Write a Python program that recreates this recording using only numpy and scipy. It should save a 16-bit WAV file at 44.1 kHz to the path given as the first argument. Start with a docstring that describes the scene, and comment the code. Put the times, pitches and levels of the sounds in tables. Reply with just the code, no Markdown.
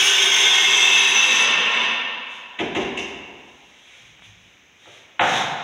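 """Angle grinder winding down, then a crash

An angle grinder coasts to a stop in a bare, echoing room, several metres from a phone. Its rubbing
disc rings in pairs of tones that close up as it slows. It is set down with three main knocks, clothes
and shoes scuff, then something hard, likely a tile offcut, crashes down and its pieces skitter."""
import sys
import numpy as np
from scipy import signal
from scipy.fft import rfft, irfft, next_fast_len
from scipy.io import wavfile
from scipy.ndimage import uniform_filter1d

SR = 44100
rng = np.random.default_rng(int(sys.argv[2]) if len(sys.argv) > 2 else 0)


def store_wav(level_fs):
    """Save 16-bit WAV to argv[1]."""
    pcm = np.round(np.clip(np.atleast_2d(level_fs), -1, 1) * 32767)
    wavfile.write(sys.argv[1], SR, pcm.T.astype(np.int16))


N = 248440
LEAD = SR  # one second of pre-roll, so the grinder already fills the room
TIME = np.arange(-LEAD, N) / SR

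# bending modes of the disc: (pitch at rest [Hz], shift either way at full speed [Hz], width [Hz],
# relative level rubbed [dB], relative level struck [dB])
DISC_MODES = [(1819, 60, 46, -12, -32), (2210, 90, 330, -9.5, -7), (2760, 170, 360, -3.5, 0.5),
              (3563, 240, 47, -11.5, -18), (4880, 330, 210, -8.5, -19), (6049, 410, 120, -7.5, -37),
              (7730, 560, 83, -13.5, -37), (9870, 560, 31, -13.5, -22), (12500, 700, 160, -27.5, -40),
              (15000, 850, 170, -24, -46)]


def grinder(full_speed_hz=67.65, coast_s=1.55, release_s=1.836, throb=0.79, knee_hz=3000):
    """Grit rubs the slowing disc, harder once a turn, and shakes disc and housing."""
    # the hand eases or bears down for a moment: (time [s], level change [dB], half-width [s])
    presses = [(0.29, -5, 0.017), (1.39, 2.5, 0.061)]
    # gritty rasp: (frequency [Hz], relative level [dB])
    rasp_eq = [(45, -17), (135, -29), (168, -7), (215, -11.5), (600, -11.5), (980, -0.5), (1250, -6.5),
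               (1850, -1.5), (2420, -11.5), (2750, 2), (3500, -3), (4800, 1), (7000, -8.5), (10000, -14),
               (15000, -15)]
    # gearbox and guard resonances, each shaken most at one speed: (pitch [Hz], width [Hz],
    # relative level [dB], favoured speed [share of full], speed spread [share of full])
    housing_modes = [(248.5, 60, -16.5, 0.038, 0.27), (397.2, 64, -7, 0.64, 0.29),
                     (474, 170, -10.5, 0.101, 0.07), (770, 46, -13, 0.59, 0.15),
                     (989, 33, -9.5, 0.31, 0.47), (1080.6, 103, -11.5, 0, 0.65),
                     (1368, 36, -14.5, 0.067, 0.18), (1522, 75, -8, 0.95, 0.48),
                     (1900, 22, -21, 0.18, 0.08), (2144, 63, -1, 0.58, .15), (2305, 40, -5.5, 1, 0.23),
                     (2574, 55, -4.5, 0.35, 0.16), (2640, 35, 4, 0.29, 0.17), (2830, 19, -1, 0.84, 0.14),
                     (3003, 70, -4, 0.86, 0.11), (3282, 120, 1, 0.6, 0.32), (3522, 120, 1.5, 0.59, 0.28),
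                     (3810, 24, -3, 0.23, 0.081), (5300, 35, -6.5, .9, 0.24)]
    # friction brakes the disc almost evenly to a crawl; speeds are shares of full speed
    start_speed, crawl_speed = .92, .045
    spin = crawl_speed + (start_speed - crawl_speed) * (1 - ramp(0, coast_s)) ** 1.22
    phase_per_hz = 2 * np.pi * np.cumsum(spin) / SR
    wobble = 1 + throb * np.sqrt(spin) * np.cos(full_speed_hz * phase_per_hz)
    rub = grains(rate=5000, spread_db=3) * wobble
    sound = colour(rub, rasp_eq)
    for hz, shift_hz, width, db, _ in DISC_MODES:
        # the bending pattern turns with the disc, so each mode splits into a pair of tones
        sound += amp(db) * ring(rub, hz, width) * np.sqrt(2) * np.cos(shift_hz * phase_per_hz)
    shake = noise()
    for hz, width, db, speed, spread in housing_modes:
        # each resonance catches and lets go on its own, so the squeals chatter
        squeal_db = db - 3 + 3 * wander(step_s=.04)
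        near_speed = np.exp(-.5 * ((spin - speed) / spread) ** 2)
        sound += amp(squeal_db) * ring(shake, hz, width) * near_speed
    # the level holds until the hand lets up, then drops a step and fades
    released = ramp(release_s, 0.23)
    rub_db = -16.5 - 3.5 * released - 36.5 * np.maximum(TIME - release_s, 0)
    rub_db += sum(db * bump(s, length) for s, db, length in presses)
    # slower grit strikes more softly: the treble goes first, more so once it stops biting
    bite_lost = ramp(1.39, 0.14)
    tilt_db_per_octave = 5.5 * spin - 11.5 * bite_lost - 18 * released
    octaves = bands(sound, knee_hz * 2. ** np.arange(4))
    return sum(band * amp(rub_db + k * tilt_db_per_octave) for k, band in enumerate(octaves))


def set_down():
    """Each knock thuds, clacks the housing, scratches the rim and rings the resting disc and its guard."""
    # the grinder lands: (time [s], thud [dB], clack [dB], disc edge hit [dB], contact [s])
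    knocks = [(2.587, -6, -13.5, -24, 0.0068), (2.747, -4.5, -14.5, -18.5, 0.0066),
              (2.795, -15.5, -19, -26, 0.015), (2.972, -20.5, -29.5, -15.5, 0.0043),
              (3.083, -32, -33, -30, 0.003)]
    # clink of the steel guard: (pitch [Hz], width [Hz], relative level [dB])
    guard_modes = [(2230, 40, -17.5), (2753, 11, -11.5), (5080, 16, -16), (5900, 24, -22)]
    # surface underneath, housing and gritty rim, each: (frequency [Hz], relative level [dB])
    thud_eq = [(30, -33), (62, -10.5), (120, -14.5), (175, -4.5), (225, -2), (280, 2), (345, 3), (395, 7),
               (470, -5), (620, -11.5), (770, -8.5), (1000, -11), (1300, -25), (3000, -54)]
    clack_eq = [(100, 0), (600, 3), (1300, -2), (1750, 5), (2600, 5), (3500, 1), (5000, -14.5), (7500, -19),
                (10000, -27), (15000, -28)]
    rim_eq = [(1000, -31), (4500, 7), (7500, 0), (10000, -6), (15000, -18)]
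    times, thud_db, clack_db, edge_db, contacts = np.transpose(knocks)
    edge = blows(times, edge_db, contacts)
    disc = sum(amp(db) * ring(edge, hz, width) for hz, _, width, _, db in DISC_MODES)
    rim = amp(-4.5) * colour(edge, rim_eq)
    guard = sum(amp(db) * ring(edge, hz, width) for hz, width, db in guard_modes)
    thud = colour(blows(times, thud_db, contacts), thud_eq)
    clack = colour(blows(times, clack_db, contacts), clack_eq)
    return thud + clack + disc + rim + guard


def crash(skitter_peak_s=0.18, rise_db_per_s=34, settle_db_per_s=280):
    """A slab lands and bounces; its pieces skitter ever harder, then settle quickly."""
    # the hit and its bounces: (time [s], level [dB], contact [s])
    impacts = [(5.1936, -1, 0.0021), (5.209, -18, 0.0019), (5.227, -8, 0.0063), (5.25, -19, 0.0032),
               (5.266, -10.5, 0.0013), (5.298, -27, 0.0017), (5.395, -16, 0.001), (5.539, -42, 0.0043)]
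    # ring of the slab and of its shards, each: (frequency [Hz], relative level [dB])
    slab_eq = [(40, -21), (90, -6), (170, 0), (430, 4.5), (620, 6.5), (730, 15), (860, 12), (1050, 4),
               (1560, 5.5), (2400, 0.5), (3000, -2.5), (3900, -11), (5000, -52), (15000, -60)]
    shards_eq = [(30, -14), (70, -25), (140, 3.5), (500, -4), (800, -4), (1300, -6), (2800, -4.5),
                 (3700, 0), (5000, -4.5), (6300, -9), (9000, -13.5), (15000, -20)]
    break_s = impacts[0][0] + 0.0029  # pieces break loose just after the hit
    past_peak = TIME - break_s - skitter_peak_s
    skitter_db = -15.5 - np.maximum(-rise_db_per_s * past_peak, settle_db_per_s * past_peak)
    pieces = grains(rate=4000, spread_db=8.5) * amp(skitter_db) * ramp(break_s, 0.0073)
    return colour(blows(*np.transpose(impacts)), slab_eq) + colour(pieces, shards_eq)


def shuffling():
    """Scuffs, footfalls and light taps of people shifting about."""
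    # cloth and shoe scuffs, and soft footfalls, each: (time [s], level [dB], half-width [s])
    scuffs = [(2.33, -36.5, 0.032), (3.7, -47, 0.34), (3.95, -45, 0.089), (4.245, -38, 0.017),
              (4.45, -50, 0.066), (4.88, -41.5, 0.071), (4.96, -44.5, 0.033)]
    steps = [(4.02, -47.5, 0.036), (4.1, -47, 0.016), (4.27, -40.5, 0.02), (4.88, -41.5, 0.011)]
    # light taps on the floor: (time [s], level [dB], contact [s])
    taps = [(4.856, -33, 0.002), (4.884, -45, 0.0038)]
    # their tone colours, each: (frequency [Hz], relative level [dB])
    scuff_eq = [(200, -4), (1200, -11), (2300, 2), (3400, 2.5), (6300, -6), (10000, -8), (15000, -17)]
    step_eq = [(30, -15), (60, 9), (100, 3.5), (160, 4), (260, -5), (1000, -50)]
    tap_eq = [(80, -27), (420, 9.5), (850, 1), (1500, -1), (4000, -30)]
    movement = colour(swells(scuffs), scuff_eq) + colour(swells(steps), step_eq)
    return movement + colour(blows(*np.transpose(taps)), tap_eq)


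def ticks(contact_s=0.00047):
    """Tiny dry ticks at the phone, too close for the room to answer."""
    # two tiny contacts: (time [s], level [dB])
    hits = [(4.193, -48), (4.222, -46)]
    # their dull tone: (frequency [Hz], relative level [dB])
    tick_eq = [(100, -4), (1500, -5), (3000, -10), (8000, -28)]
    times, dbs = np.transpose(hits)
    return colour(blows(times, dbs, np.full(len(times), contact_s)), tick_eq)


def room(x, direct_db=-14, early_db=-7, early_decay_s=0.042, echoes_per_s=500):
    """Weak direct sound, separate echoes off the near walls, then a long diffuse tail."""
    # reverb time of the bare room: (frequency [Hz], time to fall 60 dB [s])
    decay_times = [(60, 2.12), (250, 1.49), (400, 1.24), (700, 2.05), (2600, 1.46), (5500, 0.87),
                   (8300, 0.76), (15000, 0.43)]
    t = np.arange(2 * SR) / SR
    hz, t60 = np.transpose(decay_times)
    noise_bands = bands(rng.standard_normal(len(t)), hz)
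    tail = sum(band * np.exp(-np.log(1000) * t / decay) for band, decay in zip(noise_bands, t60))
    tail *= np.sqrt(2 * np.log(1000) / (SR * t60.max()))  # unity gain where it rings longest
    arrivals = rng.random(len(t)) < echoes_per_s / SR
    echoes = arrivals * rng.standard_normal(len(t)) * np.exp(-t / early_decay_s)
    impulse = amp(-1.5) * tail + amp(early_db) * even(echoes, width_hz=67)
    impulse[0] += amp(direct_db)
    return signal.fftconvolve(x, impulse)[:len(x)]


def hiss(level_db=-49):
    """A faint, steady bed of noise."""
    # tone of the hiss: (frequency [Hz], relative level [dB])
    hiss_eq = [(25, -13), (60, -5.5), (200, 4.5), (700, -1), (1400, -2.5), (2400, 4.5), (3500, -3),
               (6300, -5), (10000, -14), (15000, -5.5)]
    return amp(level_db) * colour(noise(), hiss_eq)


def blows(times, dbs, contacts):
    """Rough contacts that build up and die away fast; 0 dB has the energy of 10 ms at full scale."""
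    track, t = np.zeros(len(TIME)), np.arange(SR // 10) / SR
    for s, db, contact in zip(times, dbs, contacts):
        burst = even(rng.standard_normal(len(t)) * t * np.exp(-t / contact), width_hz=100)
        slot = track[LEAD + int(s * SR):][:len(t)]
        slot += amp(db) * np.sqrt(SR / 100) * burst[:len(slot)]
    return track


def grains(rate, spread_db):
    """Random clicks of uneven size, about `rate` a second; rms 1."""
    onsets = rng.random(len(TIME)) < rate / SR
    clicks = onsets * noise() * amp(spread_db * np.clip(noise(), -2, 2))
    return clicks / np.sqrt(np.mean(clicks ** 2))


def swells(rows):
    """Noise that swells and fades around each (time [s], level [dB], half-width [s])."""
    return noise() * sum(amp(db) * bump(s, length) for s, db, length in rows)


def noise():
    """White noise for the whole scene."""
    return rng.standard_normal(len(TIME))


def ring(x, hz, width):
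    """A steep-sided resonance; white noise keeps its power."""
    b, a = signal.iirpeak(hz, hz / width, fs=SR)
    return signal.lfilter(b, a, signal.lfilter(b, a, x)) * np.sqrt(2 * SR / (np.pi * width))


def colour(x, eq):
    """Shape x with an EQ curve; white noise keeps its power."""
    impulse = response(eq)
    return signal.oaconvolve(x, impulse / np.linalg.norm(impulse))[:len(x)]


def response(eq, size=4096):
    """Minimum-phase impulse response of a (frequency [Hz], level [dB]) curve."""
    hz, db = np.transpose(eq)
    freqs = np.maximum(np.fft.rfftfreq(size, 1 / SR), 1)
    gain = amp(np.interp(np.log(freqs), np.log(hz), db))
    cepstrum = irfft(np.log(gain))
    cepstrum[1:size // 2] *= 2
    cepstrum[size // 2 + 1:] = 0
    return irfft(np.exp(rfft(cepstrum)))


def bands(x, centres):
    """Split x into overlapping bands that add up to x."""
    size = next_fast_len(len(x), True)
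    spectrum = rfft(x, size)
    log_hz = np.log(np.maximum(np.fft.rfftfreq(size, 1 / SR), 1))
    weights = [np.interp(log_hz, np.log(centres), row) for row in np.eye(len(centres))]
    return [irfft(spectrum * weight, size)[:len(x)] for weight in weights]


def even(burst, width_hz):
    """Level out the spectrum of a random burst, keeping its timing; energy 1."""
    size = 2 * len(burst)
    spectrum = rfft(burst, size)
    power = uniform_filter1d(np.abs(spectrum) ** 2, max(1, int(width_hz * size / SR)))
    flat = irfft(spectrum / np.sqrt(np.abs(power) + 1e-12))[:len(burst)]
    return flat / np.linalg.norm(flat)


def wander(step_s):
    """Glide to a new random value every step_s; spread near 1."""
    levels = rng.standard_normal(size=1024)
    return np.interp((TIME - TIME[0]) / step_s, np.arange(len(levels)), levels)


def ramp(start_s, length_s):
    """Rise evenly from 0 to 1."""
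    return np.clip((TIME - start_s) / length_s, 0, 1)


def bump(centre_s, half_width_s):
    """A bell-shaped rise to 1 and back."""
    return np.exp(-.5 * ((TIME - centre_s) / half_width_s) ** 2)


def amp(db):
    """Decibels to gain."""
    return 10 ** (np.asarray(db) / 20)


def scene():
    """The distant action is heard through the room; ticks and hiss stay dry."""
    far = room(grinder() + set_down() + crash() + shuffling())
    return (far + ticks() + hiss())[None, LEAD:]


def record(dry, top_hz=15750):
    """The phone thins the bass, colours the treble and cuts the top."""
    # phone microphone: (frequency [Hz], gain [dB])
    mic_eq = [(25, -22.5), (55, -8), (3700, -2.5), (4080, -11), (4450, -20.5), (5000, -14.5), (6300, -1.5),
              (7300, -11.5), (8500, -18.5), (11500, -17.5), (13500, -26.5), (15000, -22)]
    coloured = signal.oaconvolve(dry, response(mic_eq)[None], axes=1)[:, :N]
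    return signal.sosfilt(signal.ellip(12, .2, 90, top_hz, fs=SR, output="sos"), coloured)


dry = scene()
out = record(dry)
store_wav(out)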